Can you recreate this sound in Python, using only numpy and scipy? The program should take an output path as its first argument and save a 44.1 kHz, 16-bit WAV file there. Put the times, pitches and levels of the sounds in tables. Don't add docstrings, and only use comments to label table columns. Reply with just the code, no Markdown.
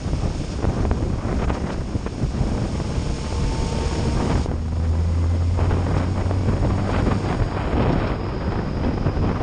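import sys
import numpy as np
from scipy import signal
from scipy.fft import rfft, irfft
from scipy.io import wavfile

SR = 44100
rng = np.random.default_rng(int(sys.argv[2]) if len(sys.argv) > 2 else 0)


def attenuation_scalar(level_db):
    decades = np.asarray(level_db, float) / 20
    return 10 ** decades


def log_audio(samples):
    frames = np.atleast_2d(samples).T
    limited = np.clip(frames, -1, 1)
    pcm = np.round(limited * 32767).astype(np.int16)
    wavfile.write(sys.argv[1], SR, pcm)


N = 415422

# time in seconds, strength in dB.
AIRFLOW = [(0, -28), (.6, -30), (.63, -24), (1.15, -26.5), (1.72, -24.5), (1.85, -29.5), (2.28, -32),
           (2.4, -23.5), (3.1, -31), (4.0, -24.5), (4.36, -20), (4.47, -32), (5.56, -30.5), (5.6, -23.5),
           (6.4, -26), (7.9, -19), (8.2, -26.5), (9.42, -24)]
WIND_RANGE_HZ = [
    40,
    250,
    1140,
]
# frequency in Hz, density in dB per Hz.
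WIND_SPECTRUM = [(12, -40), (20, -4), (59, 1), (96, -2), (124, -2.5), (290, -10), (337, -11.5),
                 (1160, -24.5), (2430, -39), (3600, -52.5), (4680, -65), (7920, -120)]
# time in seconds, half length in seconds, thump in dB, tearing in dB.
GUSTS = [(0.131, .02, 9, -3), (.26, 0.035, 9, 5.5), (0.411, 0.01, 16, -1), (0.642, 0.021, -11, 0.5),
         (0.82, 0.065, 4, 2.5), (0.924, .03, 0, -5), (1.066, 0.053, 4, -1), (1.214, 0.011, -8, 3),
         (1.31, 0.045, 3.5, 5.5), (1.438, 0.036, 1.5, 10.5), (1.463, 0.011, -9, -14),
         (1.5, 0.012, -4.5, 10.5), (1.557, .025, 1.5, 7.5), (1.703, 0.043, 0.5, 7.5),
         (1.96, .015, 12, -0.5), (2.074, 0.012, 0, 10.5), (2.229, 0.02, 14, 2.5), (2.418, .03, 4, -0.5),
         (2.64, 0.023, 8, 3), (2.839, .015, -8.5, -1), (2.981, 0.059, 6.5, 3), (3.109, 0.012, 4.5, 1.5),
         (3.26, 0.016, 2.5, 7), (3.44, 0.064, 5.5, 1), (3.542, 0.024, 2.5, 1.5), (3.637, 0.02, 7, 1.5),
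         (3.85, 0.076, -2.5, 2.5), (4.094, 0.035, 3, -1.5), (4.313, 0.044, 1, 4.5), (4.207, .04, -1.5, 0)]
# time in seconds, half length in seconds, thump in dB, tearing in dB.
LATE_GUSTS = [(4.52, .015, 3.5, 2), (4.62, .05, -4.5, -2), (4.855, 0.015, -1.5, 8.5), (4.98, .045, 5, 6),
              (5.19, 0.036, -1.5, 2.5), (5.61, .03, 1.5, 4), (5.72, 0.017, 6.5, 7.5),
              (5.85, 0.049, -1.5, 1.5), (6.02, 0.073, -1, 5), (6.109, 0.038, -0.5, -6.5),
              (6.215, 0.011, 0, 6.5), (6.399, .06, -1.5, -3), (6.5, 0.029, 8.5, 6.5), (6.66, 0.016, 8, 6.5),
              (6.95, 0.078, 1, 8), (7.04, .02, 3, -7), (7.11, 0.09, 2, 5), (7.19, 0.037, 0.5, -5),
              (7.28, .035, 0, 3), (7.501, 0.098, -7, -1.5), (7.63, 0.049, -4.5, 0.5),
              (7.83, 0.0088, -2.5, 7), (8.07, 0.11, -0.5, 5), (8.52, 0.031, 5.5, 4.5),
              (8.739, 0.086, -0.5, -3), (8.848, 0.049, 4.5, 4.5), (9.0, 0.034, 1, -7),
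              (9.08, 0.02, 5.5, 2.5), (9.208, 0.011, 2.5, -9.5), (9.26, 0.037, 3.5, 1.5)]
# time in seconds, change in dB.
SHOVES = [(.05, 8.5), (.47, -4.5), (.68, 6.5), (.74, -5.5), (1.0, -8.5), (1.26, 2), (1.32, -5), (1.44, 1.5),
          (1.52, 5), (1.58, -15), (1.68, -10.5), (1.78, 0.5), (1.92, -7.5), (2.07, -4.5), (2.2, -5.5),
          (2.99, 6.5), (3.12, 7.5), (3.5, 2.5), (5.72, 3.5), (5.78, -6), (6.3, -11), (6.64, 6.5),
          (6.71, -0.5), (6.98, 4.5), (7.06, 5), (7.19, -9), (7.42, 4.5), (7.53, -3), (9.08, 3), (9.2, 6.5)]
# time in seconds, firing rate in Hz.
FIRING = [(0, 62), (2.4, 67.9), (3.2, 71.9), (3.95, 74.7), (4.4, 78.2), (4.75, 80.8), (5.25, 84.6),
          (5.75, 88.6), (6.25, 92.2), (6.75, 95.8), (7.5, 99.5), (8.3, 102), (9.42, 102.2)]
# time in seconds, level in dB.
DRONE = [(0, -35), (2.4, -37), (3.9, -27.5), (4.45, -27.5), (4.62, -28), (4.8, -20.5), (5.1, -19),
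         (5.4, -19), (5.7, -20), (6, -24), (6.3, -21.5), (6.8, -26), (7.3, -28.5), (7.6, -32), (8.2, -40),
         (9.42, -29)]
# multiple of firing rate, level in dB, blur in Hz, start in seconds, end in seconds.
GEARS = [(2, -38, 3, 2.6, 7.2), (3, -41, 3, .4, 8), (5.08, -40, 3, 8.32, 9.2), (6.12, -39, 4, 3.65, 4.4),
         (6.13, -49, 8, 4.5, 7.4), (6.52, -41, 3, 2.85, 4.1), (12.2, -46, 2, 2.5, 4.45),
         (12.2, -43, 5, 3.35, 4.1), (12.2, -53, 4, 4.7, 7), (14.78, -50, 5, 3, 4.4),
         (24.15, -59, 25, 4.9, 7.4), (48.25, -54, 60, 6.75, 7.7), (48.9, -53, 150, 8.1, 9.4)]
# time in seconds, spray in dB.
SPRAY = [(0, -48.5), (.52, -46.5), (.66, -49.5), (1.2, -52.5), (1.4, -49.5), (1.86, -52), (3.3, -43.5),
         (3.99, -41.5), (4.05, -43), (4.44, -44.5), (4.48, -55.5), (5.0, -52), (5.9, -50), (6.8, -50.5),
         (7.25, -48), (7.45, -51.5), (8.2, -50), (9.42, -50.5)]
# frequency in Hz, density in dB per Hz.
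HOUSING = [(880, -19.5), (1500, -3.5), (2000, -4), (2210, 1.5), (2540, 0.5), (3160, -1), (3500, -1.5),
           (3990, -4), (5400, 2.5), (5710, 1), (5980, -4), (6610, -3), (7550, -12.5), (9090, -11.5),
           (9600, -18.5), (12500, -42.5), (21100, -120)]
# time in seconds, change in dB.
SPLASHES = [(.52, 2), (.82, 3), (1.47, -8), (1.52, -7), (1.545, 6), (1.65, -4), (1.73, 7.5), (5.98, 7.5),
            (6.92, 5), (7.82, 6), (7.9, 3.5), (7.93, 9), (8.0, 6), (8.08, 7.5), (8.18, -4), (9.1, -8)]
# time in seconds, peak in dB, low push in dB.
POPS = [(.132, -7.5, 8), (.626, -12, 6), (.642, -3, 4), (.651, -3, -15), (.851, -5, -5), (.912, -1, -22),
        (1.049, -21, -2), (1.327, -6.5, -15), (1.429, -10, 7), (1.502, -2, -1), (2.063, -7.5, -10),
        (2.8, -7, -5), (3.325, -8, 10), (4.04, -18, 3), (4.354, -4, -15), (4.459, -5.5, -3),
        (4.514, -10, 6), (4.952, -15, 1), (5.59, -5.5, -3), (5.738, -8, -7), (5.966, -5, -7),
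        (6.31, -5, -12), (6.66, -24, 7), (7.42, -5.5, 7), (7.757, -15, -12), (7.872, -13, 11),
        (8.59, -9, -4), (9.064, -6, -1), (9.169, -9, 3), (9.313, -10, 1)]
# time in seconds, share removed from 0 to 1.
NOTCH_DEPTH = [
    (0, 0.17),
    (7.2, 0.6),
    (7.6, 0.85),
    (8.2, 1),
    (8.5, 0.6),
    (9.42, 0.05),
]

RUMBLE_FOLLOWS, TEARING_FOLLOWS = 0.76, 0.92
RUMBLE_DB_PER_HZ, TEARING_DB_PER_HZ = -0.1052, 0.083
RUMBLE_SWAY_DB, BUFFET_SWAY_DB, TEARING_SWAY_DB = 1.5, 1.2, 0.6
SHOVE_S = 0.035
GEAR_SWELL_S = 0.3
SPRAY_GAIN_DB, MIST_DB = 2.5, -5.5
MIST_THINS_S, MIST_GONE_S, MIST_LOSS_DB = 7.3, 8.2, 7.5
FINE_HZ, FINE_LOSS = 4300, 0.51
FINEST_HZ, FINEST_LOSS = 8300, 0.55
SPLASH_S, MIST_SPLASH_SHARE = 0.013, 0.35
POP_WIDTH_MS, POP_WIDTH_SPREAD = 0.44, 0.2
SMALL_POPS, SMALL_POP_DB, SMALL_POP_SPREAD_DB = 26, 13, 1
NOTCH_HZ, NOTCH_WIDTH_HZ = 5980, 630
CUTOFF_HZ, CEILING = 9585, 0.41
LATE_AIR_DB, LATE_AIR_S = -66, 8.35


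def rms_one(x):
    return x / np.sqrt(np.mean(x ** 2) + 1e-20)


def in_time(rows):
    s, *columns = np.transpose(rows)
    return [np.interp(np.arange(N) / SR, s, c) for c in columns]


def at_hz(points, hz):
    point_hz, db = np.transpose(points)
    return np.interp(np.log(hz), np.log(point_hz), db)


def filtered(order, hz, kind, x):
    return signal.sosfilt(signal.butter(order, hz, kind, fs=SR, output="sos"), x)


def filtered_zero_phase(order, hz, kind, x):
    return signal.sosfiltfilt(signal.butter(order, hz, kind, fs=SR, output="sos"), x)


def drift(rate_hz):
    r = np.exp(-40 * np.pi * rate_hz / SR)
    slow = signal.lfilter([1], [1, -2 * r, r * r], rng.standard_normal(N // 20 + 4002))[4000:]
    return np.interp(np.arange(N) / 20, np.arange(len(slow)), rms_one(slow))


def bumps(s, half_s, db):
    t = np.arange(N) / SR
    return sum(d * np.exp(-((t - a) / max(w, .005)) ** 2) for a, w, d in np.broadcast(s, half_s, db))


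def wind_swing():
    (flow_db,), (firing_hz,) = in_time(AIRFLOW), in_time(FIRING)
    flow_db = flow_db - flow_db.mean()
    speed_hz = firing_hz - firing_hz.mean()
    s, half_s, thump_db, tear_db = np.transpose(GUSTS + LATE_GUSTS)
    thump_db, tear_db = bumps(s, half_s, thump_db), bumps(s, half_s, tear_db)
    shove_s, shove_db = np.transpose(SHOVES)
    rumble = RUMBLE_FOLLOWS * flow_db + RUMBLE_DB_PER_HZ * speed_hz + 0.49 * thump_db
    rumble = rumble + bumps(shove_s, SHOVE_S, shove_db) + RUMBLE_SWAY_DB * drift(8)
    buffet = flow_db + thump_db + BUFFET_SWAY_DB * drift(18.5)
    tearing = TEARING_FOLLOWS * flow_db + TEARING_DB_PER_HZ * speed_hz + tear_db
    return [rumble, buffet, tearing + TEARING_SWAY_DB * drift(10.4)]


def bands(low_hz, count, spectrum):
    white = rng.standard_normal((2, N))
    for k in range(count):
        low, high = low_hz * 2 ** (k / 3), low_hz * 2 ** ((k + 1) / 3)
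        hz = np.sqrt(low * high)
        yield hz, attenuation_scalar(at_hz(spectrum, hz)) * filtered(2, [low, high], "band", white[k % 2])


def wind(lump_db=1.9, tear_db=2.0, own_db=0.8):
    swing = wind_swing()
    lumps, tears, out = drift(50), drift(140), 0
    for hz, noise in bands(19.72, count=24, spectrum=WIND_SPECTRUM):
        place = np.interp(np.log(hz), np.log(WIND_RANGE_HZ), np.arange(3))
        gust_db = sum(max(0, 1 - abs(place - k)) * swing[k] for k in range(3))
        gust_db *= 1 + 0.53 * max(0, np.log2(hz / 1500))
        burst_db = min(1.4 * place, 1) * lump_db * lumps + place / 2 * tear_db * tears
        out = out + attenuation_scalar(gust_db + burst_db + own_db * drift(4.4)) * noise
    return attenuation_scalar(-22) * rms_one(out)


def engine():
    (firing_hz,), (drone_db,) = in_time(FIRING), in_time(DRONE)
    turn, t = 2 * np.pi * np.cumsum(firing_hz) / SR, np.arange(N) / SR
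    out = attenuation_scalar(drone_db + 3) * np.sin(turn + 0.2 * drift(8))
    for multiple, level_db, blur_hz, start_s, end_s in GEARS:
        swell = np.clip(np.minimum(t - start_s, end_s - t) / GEAR_SWELL_S + 0.5, 0, 1)
        clean = 1 / (1 + blur_hz / 12)
        rough = np.sqrt(1 - clean)
        tone = (np.sqrt(2 * clean) + rough * drift(blur_hz)) * np.sin(multiple * turn)
        tone += rough * drift(blur_hz) * np.cos(multiple * turn)
        out += swell * attenuation_scalar(level_db) * tone
    return out


def spray(flicker_db=0.07, own_db=0.78):
    splash_s, splash_db = np.transpose(SPLASHES)
    splash_db = bumps(splash_s, SPLASH_S, splash_db)
    wet_db = in_time(SPRAY)[0] + SPRAY_GAIN_DB
    dry_share = np.interp(np.arange(N) / SR, [MIST_THINS_S, MIST_GONE_S], [0, 1])
    spray_db = wet_db + splash_db
    mist_db = wet_db + MIST_DB - MIST_LOSS_DB * dry_share + MIST_SPLASH_SHARE * splash_db

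    hz = np.maximum(np.fft.rfftfreq(N, 1 / SR), 10)
    misty = 1 / (1 + (6050 / hz) ** 30)
    noise = rfft(rng.standard_normal(N)) * attenuation_scalar(at_hz(HOUSING, hz))
    coarse, mist = irfft(noise * (1 - misty), N), irfft(noise * misty, N)
    mist = mist - FINEST_LOSS * dry_share * filtered_zero_phase(2, FINEST_HZ, "high", mist)
    coarse = coarse - FINE_LOSS * dry_share * filtered_zero_phase(2, FINE_HZ, "high", coarse)

    flicker = flicker_db * drift(26)
    coarse = attenuation_scalar(spray_db + 0.5 + flicker) * rms_one(coarse)
    return coarse + attenuation_scalar(mist_db + 0.23 + flicker + own_db * drift(30)) * rms_one(mist)


def pop_rows():
    when, size, push = rng.uniform(0, 1, (SMALL_POPS, 3)).T
    s = when * N / SR
    peak_db = np.interp(s, *np.transpose(AIRFLOW)) + SMALL_POP_DB + SMALL_POP_SPREAD_DB * (2 * size - 1)
    return POPS + list(zip(s, peak_db, 14 * push - 7))


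def pops():
    out, t = np.zeros(N + 2000), np.arange(1500) / SR
    torn = rms_one(filtered(1, [300, 1400], "band", rng.standard_normal(N + 2000)))
    rows = pop_rows()
    for (s, peak_db, push_db), (sign, skew, fat) in zip(rows, rng.uniform(-0.91, 1, (len(rows), 3))):
        width_ms = POP_WIDTH_MS * (1 + POP_WIDTH_SPREAD * fat)
        x = (t - .006) * 1000 / max(width_ms, .15)
        swing = (3.83 * x + 0.27 * skew) * np.exp(-1.5 * np.sqrt(x ** 2 + 0.11))
        slow = (t - .008) / 0.0032
        push = attenuation_scalar(min(push_db, 6) - 6) * 1.4 * slow * np.exp(-slow ** 2)
        at = max(round((s - .0045) * SR), 0)
        spit = attenuation_scalar(-16.0) * torn[at:at + 1500] * np.exp(-np.abs(t - .006) / 0.001)
        out[at:at + 1500] += attenuation_scalar(peak_db - 5.5) * (np.sign(sign) * (swing + push) + spit)
    return filtered(3, 2600, "low", out[:N])


def late_air():
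    opening = np.clip((np.arange(N) / SR - LATE_AIR_S) / 0.25, 0, 1)
    white, faint = rng.standard_normal(N), 0
    for low_hz in np.arange(9400, 12900, 350):
        strip = filtered(3, [low_hz, low_hz + 350], "band", white)
        level = attenuation_scalar(-2.5 * (low_hz - 9400) / 1000)
        faint = faint + level * np.clip(2 * drift(9) + 1.5, 0, 1) * strip
    return attenuation_scalar(LATE_AIR_DB + 1.5 * drift(4)) * opening * faint


def scene():
    return (wind() + engine() + spray() + pops())[None]


def roll_off(x):
    return signal.sosfilt(signal.butter(12, 13400, fs=SR, output="sos"), x)


def record(dry):
    depth, = in_time(NOTCH_DEPTH)
    edges_hz = [NOTCH_HZ - NOTCH_WIDTH_HZ / 2, NOTCH_HZ + NOTCH_WIDTH_HZ / 2]
    port = dry - depth * filtered_zero_phase(2, edges_hz, "band", dry)
    held = port / (1 + (port / CEILING) ** 4) ** 0.25
    kept = signal.sosfiltfilt(signal.ellip(8, .3, 40, CUTOFF_HZ, fs=SR, output="sos"), held)
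    return roll_off(kept + late_air())


dry = scene()
out = record(dry)
log_audio(out)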